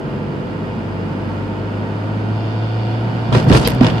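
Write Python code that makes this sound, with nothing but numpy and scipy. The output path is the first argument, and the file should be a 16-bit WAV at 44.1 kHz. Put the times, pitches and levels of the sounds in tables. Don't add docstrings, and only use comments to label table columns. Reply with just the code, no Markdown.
import sys
import numpy as np
from scipy import signal
from scipy.fft import rfft, irfft
from scipy.io import wavfile
from scipy.ndimage import uniform_filter1d, map_coordinates

SR = 44100
rng = np.random.default_rng(int(sys.argv[2]) if len(sys.argv) > 2 else 0)


def int16_out(signal):
    q = np.round(np.clip(np.atleast_2d(signal).T, -1, 1) * 32767)
    wavfile.write(sys.argv[1], SR, q.astype(np.int16))


N = 176400
T = np.arange(N) / SR
BIN_HZ = np.fft.rfftfreq(N, 1 / SR)


def undb(db):
    return 10 ** (np.asarray(db) / 20)


def unit(x):
    return x / np.sqrt(np.mean(x ** 2))


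def curve(rows):
    return np.interp(T, *np.array(rows).T)


def gains(rows):
    hz, db = np.array(rows, float).T
    return undb(np.interp(np.log(BIN_HZ + 1), np.log(hz), db))


def colour(x, rows):
    cepstrum = irfft(np.log(unit(gains(rows))), N)
    cepstrum[1:N // 2] *= 2
    cepstrum[N // 2 + 1:] = 0
    return irfft(rfft(x) * np.exp(rfft(cepstrum, N)), N)


def band(x, hz, width):
    return signal.lfilter(*signal.iirpeak(hz, hz / width, SR), x)


def resonate(x, modes, top_hz):
    response = sum(undb(db) * band(x, hz, width) for hz, width, db in modes)
    return unit(signal.sosfilt(signal.butter(6, top_hz, fs=SR, output="sos"), response))


def drift(per_s):
    span = int(SR / per_s)
    steps = np.repeat(rng.standard_normal(N // span + 1), span)
    return unit(uniform_filter1d(uniform_filter1d(steps, span), span)[:N])


def noise():
    return rng.standard_normal((2, N))


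def swell(start, attack, hold, decay):
    return np.clip((T - start) / attack, 0, 1) * np.exp(-np.maximum(T - start - hold, 0) / decay)


def strikes(rows, decay):
    return sum(undb(db) * (T >= start) * np.exp(-np.maximum(T - start, 0) / decay) for start, db in rows)


def pan(db):
    return undb(np.array([[db], [-db]]) / 2)


# t/s, f/Hz
FIRING_RATE = [(0, 93.8), (.56, 99), (.72, 99), (1.4, 99.2), (2.16, 106.7), (2.76, 111.2), (3.09, 114.8),
               (3.28, 114.8), (3.42, 119), (3.57, 108), (3.68, 114), (3.79, 127), (3.89, 111), (4, 112)]
# t/s, level/dB
BOOM_LEVEL = [(0, -39), (.8, -29), (1.5, -26), (2.3, -21), (2.85, -20.5), (3.1, -20.5), (3.27, -22),
              (3.45, -25.5), (3.66, -38.5), (3.8, -16.5), (4, -24.5)]
# multiple of the crank rate, initial level/dB, slope/(dB/s)
CRANK_ORDERS = [(1, -43, 0), (3, -38.5, -2.5), (3.5, -45.5, 1.5), (4, -39, -1), (4.5, -41.5, -1),
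                (5, -43, 0), (5.5, -46, 0), (6, -39.5, 0.61), (7, -40.5, -1.2), (7.5, -45.5, -1),
                (8, -40, -1.06), (8.5, -46.5, 1.5), (9, -41.5, -1.06), (9.5, -50.5, .5), (10, -41, -0.9),
                (10.5, -39.5, -4), (11.5, -56, 3), (12, -52, 2.5), (13, -52, 2.5), (14, -48.5, -1),
                (18, -47.5, -1.5)]
# f/Hz, bandwidth/Hz, lift/dB
CABIN_MODES = [(147, 10, 9.5), (335.6, 31, 5), (505, 14, 2.5), (529.6, 13, 6.5), (731, 31, 6.5)]
def drone(turns):
    out = undb(curve(BOOM_LEVEL) + 0.81 * drift(13)) * np.sin(4 * np.pi * turns)
    crank_hz = curve(FIRING_RATE) / 2
    for order, db, slope in CRANK_ORDERS:
        lift_db = sum(peak_db / (1 + (2 * (order * crank_hz - hz) / width) ** 2)
                      for hz, width, peak_db in CABIN_MODES)
        stereo_phase = 0.39 * min(order / 8, 1) * rng.choice([-1, 1]) * np.array([[1], [-1]])
        phase = 2 * np.pi * (order * turns + rng.random()) + 0.014 * order * drift(6.4)
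        level_db = db + lift_db + slope * T + 2 * drift(4.044)
        out = out + undb(level_db) * np.sin(phase + stereo_phase)
    return np.sqrt(2) * out


# f/Hz, relative level/dB
CLATTER_SPECTRUM = [(150, -34), (300, -1), (650, -0.5), (800, -1), (920, 0), (1150, -9.5), (1500, -3.5),
                    (1700, -13), (2200, -12.5), (2850, -14), (3900, -21.5), (5000, -21.5), (5450, -34),
                    (9000, -37), (15000, -84)]
def clatter(turns, level_db=-38.5, rise_db_per_s=1.5):
    points = 800
    cycles = rng.standard_normal((2, points))
    position = turns / 2 % 1 * points
    periodic = np.array([map_coordinates(cycle, [position], mode="grid-wrap") for cycle in cycles])
    share = 0.42 * (BIN_HZ > 1100)
    blend = irfft(np.sqrt(share) * rfft(periodic) + np.sqrt(1 - share) * rfft(noise()), N)
    pulse = 1 + 0.32 * np.cos(4 * np.pi * turns)
    return colour(blend * pulse, CLATTER_SPECTRUM) * undb(level_db + rise_db_per_s * T)


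# f/Hz, relative level/dB
ROAD_SPECTRUM = [(20, -30), (33, -34), (45, -9.5), (65, -7), (82, -11.5), (110, -1.5), (150, 0.5),
                 (220, 1.5), (300, -6), (480, -10.5), (700, -15.5), (800, -18), (930, -16), (1200, -18),
                 (2000, -25.5), (3000, -31), (5000, -46.5), (7000, -50), (15000, -59.5)]
# t/s, level/dB
ROAD_ENVELOPE = [(0, -25), (2.1, -24.5), (2.6, -26.5), (3.2, -23.5), (4, -20.5)]
def road():
    return colour(noise(), ROAD_SPECTRUM) * undb(curve(ROAD_ENVELOPE) + 0.53 * drift(13))


# t/s, level/dB
INTAKE_LEVEL = [(0, -69), (2.28, -55), (2.38, -44.5), (2.93, -43), (3.03, -49), (3.3, -43.5), (4, -39.5)]
# f/Hz, bandwidth/Hz, relative level/dB
INTAKE_MODES = [(2410, 110, 5.5), (2870, 170, 2), (3250, 200, 2), (3510, 130, 4.5), (4230, 130, 0.5),
                (4490, 110, 2), (4860, 150, -2)]
def intake(turns):
    air = noise() * (1 + 0.41 * np.cos(4 * np.pi * turns))
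    return resonate(air, INTAKE_MODES, top_hz=5150) * undb(curve(INTAKE_LEVEL))


# t/s, level/dB, f/Hz, T60/s
PRESSURE_KICKS = [(3.291, -11.5, 133, 0.061), (3.3214, -7, 116, .1), (3.338, -8.5, 158, .08),
                  (3.351, -5, 364, 0.068), (3.504, 7.5, 230, 0.03), (3.5142, 5.5, 156, 0.04),
                  (3.53, -8.5, 52, 0.14), (3.674, -4, 484, 0.034), (3.811, 7.5, 247.4, 0.07)]
def thumps(rise_s=0.00072):
    out = 0
    for start, db, hz, t60 in PRESSURE_KICKS:
        age = np.maximum(T - start, 0)
        envelope = (1 - np.exp(-age / rise_s)) * np.exp(-np.log(1000) * age / t60)
        out = out + undb(db) * envelope * np.sin(2 * np.pi * hz * age)
    return out * pan(-4.5)


# t/s, hold/s, shudder level/dB, rumble level/dB, rattle level/dB,
# rattle lag/s, rattle tilt/(dB/kHz)
JOLTS = [(3.318, 0.06, -9, -12.5, -24, 0.0026, -0.6), (3.464, 0.019, -11, -13, -29, 0.013, -0.1),
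         (3.502, 0.047, -22.5, -7, -20.5, 0.021, 0.55), (3.611, 0.097, -26, -18, -31, 0.0028, -0.25),
         (3.813, 0.046, -14, -12.5, -23.5, 0.0052, -1.45)]
def shudder(hz=118.1):
    out = 0
    for start, hold, db, *_ in JOLTS:
        envelope = swell(start, 0.003, hold, decay=0.0067)
        out = out + undb(db) * envelope * np.sin(2 * np.pi * hz * (T - start))
    return np.sqrt(2) * out


# f/Hz, relative level/dB
RUMBLE_SPECTRUM = [(20, -18), (45, 0.5), (68, 2), (88, -6.5), (125, 5), (190, 3), (300, -4), (520, -7),
                   (800, -16.5), (1500, -21.5), (4000, -53.5)]
def rumble():
    return sum(undb(db) * colour(noise() * swell(start, 0.003, hold, decay=0.075), RUMBLE_SPECTRUM)
               for start, hold, _, db, *_ in JOLTS)


# f/Hz, relative level/dB
RATTLE_SPECTRUM = [(150, -18), (400, -9), (1000, 4), (1900, -2), (3000, -2.5), (5000, -5.5), (6200, -11.5),
                   (9500, -15), (11500, -27), (15000, -45)]
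def rattle(impacts_per_s=3000, grain_s=0.0011):
    out = 0
    for start, hold, _, _, db, lag, tilt in JOLTS:
        impacts = (rng.random(N) < impacts_per_s / SR) * undb(rng.standard_normal(N))
        decays = signal.lfilter([1], [1, -np.exp(-1 / (grain_s * SR))], impacts)
        grains = unit(noise() * decays)
        envelope = swell(start + lag, 0.013, hold, decay=0.04)
        spectrum = [(hz, level + tilt * hz / 1000) for hz, level in RATTLE_SPECTRUM]
        out = out + undb(db) * colour(grains * envelope, spectrum)
    return out


# t/s, level/dB, ring f/Hz, decay time/s
PANEL_IMPACTS = [(3.3266, -20, 3020, .007), (3.3487, -16, 1300, 0.0095), (3.3808, -23, 2200, 0.0061),
                 (3.4989, -17, 1500, .006), (3.5161, -11, 1700, 0.0026), (3.5251, -10, 3100, 0.007),
                 (3.542, -18.5, 4800, .005), (3.5479, -12.5, 1800, 0.013), (3.572, -19, 4200, 0.008),
                 (3.8088, -19, 2900, 0.0057), (3.831, -24, 1400, 0.0036), (3.845, -16, 2780, 0.0053),
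                 (3.8663, -12, 3300, 0.0044), (3.883, -20, 1600, .006), (3.899, -21, 3200, 0.0079),
                 (3.98, -25.5, 3330, .007)]
# f/Hz, relative level/dB
PANEL_SPECTRUM = [(500, 9), (1500, 4), (2600, 0), (3300, 1), (4800, -4), (6000, -11), (10000, -21),
                  (15000, -48)]
def slaps(ring_db=5):
    out = 0
    for start, db, hz, decay in PANEL_IMPACTS:
        crack = noise() * strikes([(start, db)], decay)
        out = out + crack + undb(ring_db) * band(crack, hz, width=900)
    return colour(out, PANEL_SPECTRUM) / np.hypot(1, undb(ring_db) / 2)


# t/s, level/dB
PLASTIC_CONTACTS = [(3.441, -30), (3.6742, -7), (3.6762, -7), (3.6795, -19), (3.685, -12.5), (3.6965, -29),
                    (3.703, -18), (3.7115, -31), (3.749, -25)]
# f/Hz, relative level/dB
PLASTIC_SPECTRUM = [(400, -1), (1000, 2), (2500, 6.5), (5000, -2), (7000, -7.5), (11000, -0.5), (14200, -3),
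                    (15500, -33)]
def clacks():
    direct = strikes(PLASTIC_CONTACTS, decay=0.00063)
    tail = undb(-30) * strikes(PLASTIC_CONTACTS, decay=0.01)
    return colour(noise() * (direct + tail), PLASTIC_SPECTRUM) * pan(3)


# f/Hz, bandwidth/Hz, relative level/dB
METAL_MODES = [(2580, 310, 2.5), (3134, 110, 7), (3400, 150, -3), (3880, 220, 1), (4630, 130, 6)]
def jingle(level_db=-21.5):
    envelope = swell(start=3.647, attack=0.0022, hold=0.017, decay=0.014)
    return undb(level_db) * resonate(noise(), METAL_MODES, top_hz=5850) * envelope


def reflections(pair, t60_s=0.11, echo_db=-5.5):
    age = np.arange(SR // 10) / SR
    tail = rng.standard_normal((2, len(age))) * np.exp(-np.log(1000) * age / t60_s)
    tail *= undb(echo_db) / np.sqrt(np.sum(tail ** 2, axis=1, keepdims=True))
    return (pair + signal.fftconvolve(pair, tail, axes=1)[:, :N]) / np.hypot(1, undb(echo_db))


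# f/Hz, bandwidth/Hz, gain
BODY_MODES = [(643, 30, .7), (912, 40, 1.2), (995, 32, .4), (1354, 52, .55), (1582, 45, .45),
              (1897, 35, .65), (2405, 40, .5), (2520, 50, .45), (2756, 35, .8), (2851, 45, .75),
              (2940, 45, .85), (3290, 22, .55), (3480, 35, .45), (4280, 60, .3), (4512, 60, .7),
              (4860, 60, .45), (5030, 80, .8)]
def body_ring(x):
    return 0.9 * (x + sum(gain * band(x, hz, width) for hz, width, gain in BODY_MODES))


# f/Hz, side minus mid level/dB
FIELD_WIDTH = [(25, -22.5), (60, -6.5), (110, -29.5), (200, -9.5), (380, -4), (700, -8), (1290, 2.5),
               (4400, -1.5), (15000, 1.5)]
def cabin_field(pair):
    width = gains(FIELD_WIDTH)
    mid, side = rfft(pair) / np.sqrt(1 + width ** 2)
    return irfft(np.array([mid + width * side, mid - width * side]), N)


# f/Hz, left minus right level/dB
SEAT_BALANCE = [(60, 2), (110, -.6), (200, -1.5), (380, 0.5), (700, 1.5), (1200, -4), (2400, -2),
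                (4400, -1), (6500, -4), (9000, -0.5), (15000, 4.5)]
def scene():
    turns = np.cumsum(curve(FIRING_RATE) / 2) / SR
    body = body_ring(reflections(clatter(turns)) + intake(turns) + road() + rumble() + rattle() + slaps())
    mix = drone(turns) + thumps() + shudder() + cabin_field(body + jingle()) + clacks()
    lean = np.sqrt(gains(SEAT_BALANCE))
    return irfft(rfft(mix) * np.array([lean, 1 / lean]), N)


def record(dry, low_cut_hz=36, top_hz=14900):
    highpassed = signal.sosfilt(signal.butter(4, low_cut_hz, "high", fs=SR, output="sos"), dry)
    clipped = np.clip(highpassed, -1, 1)
    return signal.sosfilt(signal.ellip(8, .2, 70, top_hz, fs=SR, output="sos"), clipped)


dry = scene()
out = record(dry)
int16_out(out)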